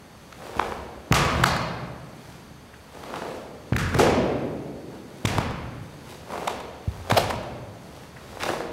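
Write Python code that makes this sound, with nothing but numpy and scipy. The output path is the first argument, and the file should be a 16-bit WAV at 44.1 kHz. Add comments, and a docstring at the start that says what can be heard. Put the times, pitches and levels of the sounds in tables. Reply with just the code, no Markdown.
"""Cotton swishes and snaps, bare feet thud and slap: a karateka runs through a kata in a large sports hall.
Swishes are random clicks and noise shaped by limb speed; snaps and slaps are tight noise bursts ringing air pockets.
Thuds are a damped bounce of the sprung floor plus a heel knock; an elbow strikes the palm twice.
The hall adds a few early echoes and, after a short gap, a dense tail.
Shaped noise makes the ventilation rumble and a faint motor whine."""
import sys
import numpy as np
from scipy import signal
from scipy.fft import rfft, irfft
from scipy.io import wavfile

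SR = 44100
rng = np.random.default_rng(int(sys.argv[2]) if len(sys.argv) > 2 else 0)


def int16_out(signal):
    """Quantize to a 16-bit WAV file."""
    q = np.round(np.clip(np.atleast_2d(signal).T, -1, 1) * 32767)
    wavfile.write(sys.argv[1], SR, q.astype(np.int16))


N = 384552

# bright spectrum of taut or creasing cloth: f/Hz, level/dB
CRACKLE_SPECTRUM = [(300, -12.5), (1200, -22), (2200, 0.5), (4000, -3.5), (6500, -11), (10000, -15),
                    (15000, -24)]


def gain_of(db):
    """Decibels to amplitude."""
    return 10 ** (np.asarray(db) / 20)


def evened(x):
    """Scales x to rms 1."""
    return x / np.sqrt(np.mean(x ** 2) + 1e-20)


def read(points, f_hz):
    """Interpolates a table of (f/Hz, value) on a log-frequency axis."""
    table_hz, value = np.transpose(points)
    return np.interp(np.log(f_hz + 1), np.log(table_hz + 1), value)


def add(mix, at_s, sound):
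    """Mixes a sound in at a time, trimmed to the mix."""
    start = round(at_s * SR)
    sound = sound[..., max(-start, 0):]
    part = mix[..., max(start, 0):][..., :sound.shape[-1]]
    part += sound[..., :part.shape[-1]]


def coloured(x, points):
    """Filters x by a spectrum of (f/Hz, level/dB)."""
    f_hz = np.fft.rfftfreq(len(x), 1 / SR)
    return irfft(rfft(x) * gain_of(read(points, f_hz)), len(x))


def swishes(flaps_per_s=260, grain_db=4.5, smooth=0.022, waft_db=-11, send_db=-2,
            creases_per_s=60, crease_db=-9):
    """Large and small folds of cotton flap at random, rub and push air, swelling with limb speed."""
    # limb sweeps: top speed t/s, flapping level/dB, rise/s, fall/s, flapping f/Hz, rubbing level/dB
    moves = [(.47, -40.5, 0.071, 0.096, 620, -50.5), (.58, -34, 0.022, 0.15, 640, -48.5),
             (1.12, -30, 0.015, 0.025, 397, -57), (1.43, -32.5, 0.2, 0.15, 750, -49),
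             (2.28, -55, .1, 0.13, 605, -55.5), (2.98, -45, 0.048, 0.094, 630, -54.5),
             (3.15, -36.5, 0.086, 0.052, 660, -53.5), (3.29, -40.5, 0.16, 0.099, 520, -52.5),
             (3.98, -30, 0.051, 0.027, 294, -46), (4.93, -50, 0.048, .06, 645, -59.5),
             (5.369, -34, 0.083, 0.032, 534, -48), (6.11, -45, 0.047, 0.038, 570, -49.5),
             (6.35, -34.5, 0.06, 0.16, 590, -48), (7.15, -33, 0.057, 0.12, 630, -44.5),
             (8.0, -51, 0.17, 0.068, 596, -56.5), (8.41, -34.5, 0.009, .088, 1610, -41.5),
             (8.49, -29.5, 0.065, 0.071, 565, -44)]
    # hiss of cloth rubbing on cloth: f/Hz, level/dB
    rub_spectrum = [(300, -0.5), (1200, 5), (2200, 5), (4000, 2.5), (6500, -2), (10000, -4.5),
                    (15000, -10.5)]
    # the limb is first drawn back in a slow, soft sweep; moves rising faster than flick_rise_s have less of it
    windup_lead_s, windup_s, windup_db, flick_rise_s = 0.17, 0.13, -16.5, 0.03
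    rub_power = 0.59  # rubbing grows more slowly with speed than flapping
    out = np.zeros((2, N))
    t = np.arange(-SR // 2, SR // 2) / SR
    for at_s, flap_db, rise_s, fall_s, flap_hz, rub_db in moves:
        air, fibres = rng.standard_normal((2, len(t)))
        windup_gain = gain_of(windup_db) * min(rise_s / flick_rise_s, 1) ** 2
        windup = windup_gain * np.exp(-((t + windup_lead_s) / windup_s) ** 2)
        speed = np.exp(-(t / np.where(t < 0, rise_s, fall_s)) ** 2) + windup

        flap = np.zeros(len(t))
        for pitch_ratio in (.72, 1, 1.45):
            drive = folds(len(t), flaps_per_s, grain_db) + smooth * air
            flap += pocket(drive, flap_hz * pitch_ratio, q=1.52, top=1.23)
        waft = evened(pocket(air, f_hz=212, q=1.0, top=2.2))
        flap = evened(flap) + gain_of(waft_db) * waft

        fine_folds = folds(len(t), per_s=920, grain_db=4.0)
        rub = evened(coloured(fine_folds + 0.21 * fibres, rub_spectrum))
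        crease_clicks = folds(len(t), creases_per_s, grain_db=6.0)
        creases = signal.fftconvolve(crease_clicks, crack(0.0039), "same")
        rub = rub + gain_of(crease_db) * evened(coloured(creases, CRACKLE_SPECTRUM))

        sound = gain_of(flap_db) * speed * flap + gain_of(rub_db) * speed ** rub_power * rub
        add(out, at_s + t[0], np.outer([1, gain_of(send_db)], sound))
    return out


def cloth(q=1.8, snap_send_db=-1):
    """Sleeves and trouser legs pop as they are pulled taut when a limb stops."""
    # suit snaps, and at 7.308 s the far wall's echo of the 7.177 s snap: t/s, body level/dB, length/s, body
    # f/Hz, crackle level/dB re body
    snaps = [(0.327, -38, 0.0038, 1360, -20), (0.468, -40, .002, 915, -13), (0.553, -38, 0.0017, 905, -18),
             (0.5967, -13, 0.0028, 805, -19), (3.038, -35, 0.0056, 955, -6.5),
             (3.1406, -30, 0.00196, 920, -11), (3.16, -42, 0.006, 880, 3),
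             (3.2215, -27.5, 0.0045, 580, -24), (3.996, -15.5, 0.0069, 530, -19),
             (4.071, -21, 0.0096, 740, -12), (5.3837, -19, 0.0011, 1000, -11),
             (6.322, -34, 0.0053, 1130, -10), (6.336, -28, 0.013, 850, -12), (6.424, -33, 0.0051, 710, -20),
             (6.478, -18, 0.0087, 815, -6.5), (7.074, -38, 0.007, 647, -13), (7.102, -20, 0.0075, 576, -6),
             (7.114, -14, 0.0084, 920, -6.5), (7.177, -8.5, 0.02, 710, -6),
             (7.308, -22.5, 0.013, 930, -8.5), (8.372, -32.5, 0.0033, 536, -19),
             (8.435, -27, 0.0059, 1100, 0), (8.49, -19.5, 0.011, 630, -11), (8.606, -26.5, 0.005, 644, -18)]
    out = np.zeros((2, N))
    for at_s, body_db, length_s, body_hz, crackle_db in snaps:
        send_db = snap_send_db + wetness(at_s)
        out += blow(at_s, body_db, length_s, body_hz, q, body_db + crackle_db, send_db,
                    CRACKLE_SPECTRUM, top=3.1)
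    return out


def wetness(at_s):
    """Hall feed of a snap in dB re its direct sound: the nearer the karateka, the drier."""
    # karateka to microphone: t/s, distance/m
    distance = [(0, 2.87), (3, 11), (5.4, 9.1), (7, 3.43), (8.7, 5.3)]
    even_m = 6.83  # distance of 0 dB
    return 20 * np.log10(np.interp(at_s, *np.transpose(distance)) / even_m)


def feet(rise_s=0.0013, knock_delay_s=0.00409, knock_width_s=0.00041, stiffening=0.48, settle_s=0.0081):
    """The sprung floor bounces, stiffer under the first load, with a sharp knock as the heel bottoms out."""
    # landings: t/s, level/dB, settled floor f/Hz, heel knock level/dB re level, hall send level/dB
    thuds = [(0.566, -21, 65, 3, -5), (1.110, -10, 120.5, 4.5, -4), (1.122, -12.5, 69.6, -18, -1),
             (1.396, -14, 130, -20, -2), (1.419, -10.5, 115, -27, -9.5), (3.721, -11, 104, 4.5, -1.5),
             (3.742, -8, 71, -19, -9.5), (3.947, -16, 113, 7, -0.5), (5.247, -13.5, 101, 6.5, -2.5),
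             (5.384, -21, 127.5, 13.5, -7), (6.877, -9.5, 71.5, -37, -13.5), (7.121, -11.5, 101.6, 5, -6),
             (8.289, -30, 69, -17, -1.5), (8.49, -28, 99, -21, -15)]
    floor_t60_s = .075
    out = np.zeros((2, N))
    t = np.arange(SR // 3) / SR
    for at_s, level_db, floor_hz, knock_db, send_db in thuds:
        turns = np.cumsum(floor_hz * (1 + stiffening * np.exp(-t / settle_s))) / SR
        envelope = gain_of(-60 * t / floor_t60_s) * (1 - np.exp(-t / rise_s))
        bounce = np.sin(2 * np.pi * turns) * envelope
        knock = -gain_of(knock_db) * np.exp(-abs(t - knock_delay_s) / knock_width_s)
        thud = signal.lfilter(*signal.butter(2, 62, "high", fs=SR), bounce + knock)
        add(out, at_s, gain_of(level_db) * np.outer([1, gain_of(send_db)], thud))
    return out


def skin():
    """Soles slap or scuff the floor, elbow hits palm: the better the hollow seals, the longer it rings."""
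    # slaps; one shielded by the body arrives by way of the hall:
    # t/s, body level/dB, length/s, body f/Hz, resonance Q, sting level/dB, hall send level/dB
    slaps = [(1.125, -18.5, 0.003, 1170, 5.8, -15, 7.5), (1.137, -21, 0.018, 810, 0.97, -33, 8.5),
             (1.4398, -12.5, 0.0066, 1090, 1.35, -13.5, 0), (1.4423, -25, .003, 4330, 6.4, -29, 2.5),
             (2.743, -44.5, 0.013, 1617, 3.7, -52, -5), (3.734, -29, 0.0061, 1610, 4.2, -50, 1),
             (3.766, -25.5, 0.0044, 1500, 2.8, -24, 7), (3.947, -28, 0.0088, 1180, 1.4, -26, -2),
             (3.971, -31, 0.0054, 540, 0.69, -35.5, 27), (5.2561, -46, 0.0087, 2340, 3, -20.5, 2.5),
             (8.169, -40, 0.016, 1523, 2.9, -64, -1)]
    # bright part of a slap: f/Hz, level/dB
    sting_spectrum = [(300, -5), (1200, 12.5), (2200, 12.5), (4000, 3.5), (6500, -1), (10000, -6.5),
                      (15000, -10.5)]
    return sum(blow(*row, sting_spectrum, top=1.03) for row in slaps)


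def blow(at_s, body_db, length_s, body_hz, q, bright_db, send_db, bright_spectrum, top):
    """A blow squeezes out a pocket of air and sprays treble; returns direct sound and hall send."""
    out = np.zeros((2, N))
    cluster = crack(length_s)
    # the hall gathers all directions, so it hears the cluster averaged to one smooth pulse
    pulse = signal.unit_impulse(len(cluster), len(cluster) // 4)
    for bus, drive, bus_db in zip(out, (cluster, pulse), (0, send_db)):
        body = gain_of(body_db) * evened(pocket(drive, body_hz, q, top))
        bright = gain_of(bright_db) * evened(coloured(drive, bright_spectrum))
        sound = (body + bright) * np.sqrt(.005 * SR / len(drive))  # levels are rms over 5 ms
        add(bus, at_s - len(sound) // 4 / SR, gain_of(bus_db) * sound)
    return out


def crack(length_s, order=3, uneven_db=7.5, band_hz=330):
    """A tight cluster of tiny impacts, centred in a short window, whose energy lies in uneven bands."""
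    t = (np.arange(4096) - 1024) / SR
    window = np.exp(-(2 * t / length_s) ** 2 / 2)
    cluster = rng.standard_normal(len(t))
    bands = rng.uniform(-1, 1, size=200)
    band_position = np.fft.rfftfreq(len(t), 1 / SR) / band_hz
    ripple = gain_of(uneven_db * np.interp(band_position, np.arange(len(bands)), bands))
    # alternately confine it in time and impose the band levels, keeping the phases
    for _ in range(order):
        phase = np.angle(rfft(cluster * window))
        cluster = irfft(ripple * np.exp(1j * phase))
    return cluster * np.exp(-(t / (length_s + .001)) ** 2)


def folds(count, per_s, grain_db):
    """Folds give sparse clicks of random sign: many small, a few large."""
    sign = rng.choice([-1, 1], count)
    chance = rng.random(count)
    size = rng.exponential(1, count)
    return sign * (chance < per_s / SR) * gain_of(grain_db * np.minimum(size, 3))


def pocket(x, f_hz, q, top, bottom=0.26):
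    """A damped air pocket: one broad resonance, radiating between bottom and top times its pitch."""
    rung = signal.lfilter(*signal.iirpeak(f_hz, max(q, f_hz / 8000), fs=SR), x)
    rung = signal.lfilter(*signal.butter(2, min(f_hz * bottom, SR / 3), "high", fs=SR), rung)
    return signal.lfilter(*signal.butter(1, min(f_hz * top, SR / 3), fs=SR), rung)


def echoes(x, low_hz=300):
    """Ceiling and walls throw back a few distinct copies, thin in the bass."""
    # first echoes: delay t/s, level/dB
    reflections = [(.0182, -15), (.0215, -15), (.032, -15.5), (.049, -18), (.126, -15.5)]
    out = np.zeros(N)
    thin = signal.lfilter(*signal.butter(1, low_hz, "high", fs=SR), x)
    for delay_s, level_db in reflections:
        add(out, delay_s, gain_of(level_db) * thin)
    return out


def hall(x, gap_s=0.016, build_s=0.00047, tail_db=-22.0):
    """A silent gap, then a dense noise tail whose treble dies first."""
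    # reverberation time: f/Hz, t60/s
    hall_t60 = [(60, 1.45), (150, 3), (300, 2.5), (550, 1.84), (1000, 1.32), (2500, 1.23), (5000, 0.88),
                (8000, 0.54), (12000, 0.39), (16000, 0.1)]
    # tail colour: f/Hz, level/dB
    hall_colour = [(40, 16.5), (75, 2.5), (115, 2), (165, 0.5), (260, 0.5), (500, 0.5), (1200, -3),
                   (3000, 0), (6000, 3), (15000, 3)]
    t = np.arange(2 * SR) / SR
    f_hz, frame_s, spectrum = signal.stft(rng.standard_normal(len(t)), SR, nperseg=512)
    decay_db = -60 * frame_s / read(hall_t60, f_hz)[:, None]
    shaped = spectrum * gain_of(decay_db + read(hall_colour, f_hz)[:, None])
    tail = signal.istft(shaped, SR, nperseg=512)[1][:len(t)]
    tail *= gain_of(tail_db) * (1 - np.exp(-np.maximum(t - gap_s, 0) / build_s))
    tail /= np.sqrt(SR / 2000)  # tail level is per half millisecond
    return signal.fftconvolve(x, tail)[:N]


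def background(air_db=-47):
    """Steady ventilation noise and hiss, with narrow noise bands of hum and motor whine."""
    # ventilation and microphone hiss: f/Hz, level/dB
    air_spectrum = [(20, -19), (45, -2), (75, 1.5), (150, 6), (300, -2.5), (550, -4.5), (1100, -8.5),
                    (1800, -12.5), (3000, -18), (4500, -21), (7000, -25), (11000, -27.5), (15800, -35.5)]
    # hum and motor whine: f/Hz, width/Hz, level/dB
    whine_bands = [(73, 14, -58), (3280, 40, -75), (3644, 120, -74), (4355, 60, -71), (4650, 200, -70),
                   (6230, 240, -71), (6571, 40, -79), (8250, 220, -78), (11480, 350, -77)]
    f_hz = np.fft.rfftfreq(N, 1 / SR)
    power = np.zeros(len(f_hz))
    for centre_hz, width_hz, level_db in whine_bands:
        line = np.exp(-(2 * (f_hz - centre_hz) / width_hz) ** 2)
        power += gain_of(level_db) ** 2 * line / line.mean()
    whine = irfft(rfft(rng.standard_normal(N)) * np.sqrt(power), N)
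    air = evened(coloured(rng.standard_normal(N), air_spectrum))
    return whine + gain_of(air_db) * air


def scene():
    """Cloth, feet and skin, heard directly and through the hall, over the background."""
    direct, send = skin() + cloth() + feet() + swishes()
    return (direct + echoes(direct) + hall(send) + background())[None]


def record(dry):
    """The microphone sheds the deepest bass and rounds off the highest peaks; then the band limit."""
    edge_hz, ceiling = 15800, .75
    thinned = signal.sosfilt(signal.butter(1, 25, "high", fs=SR, output="sos"), dry)
    rounded = thinned / (1 + (thinned / ceiling) ** 4) ** .25
    lowpass = signal.firwin(511, edge_hz, window=("kaiser", 9), fs=SR)
    return signal.oaconvolve(rounded, lowpass[None], "same")


dry = scene()
out = record(dry)
int16_out(out)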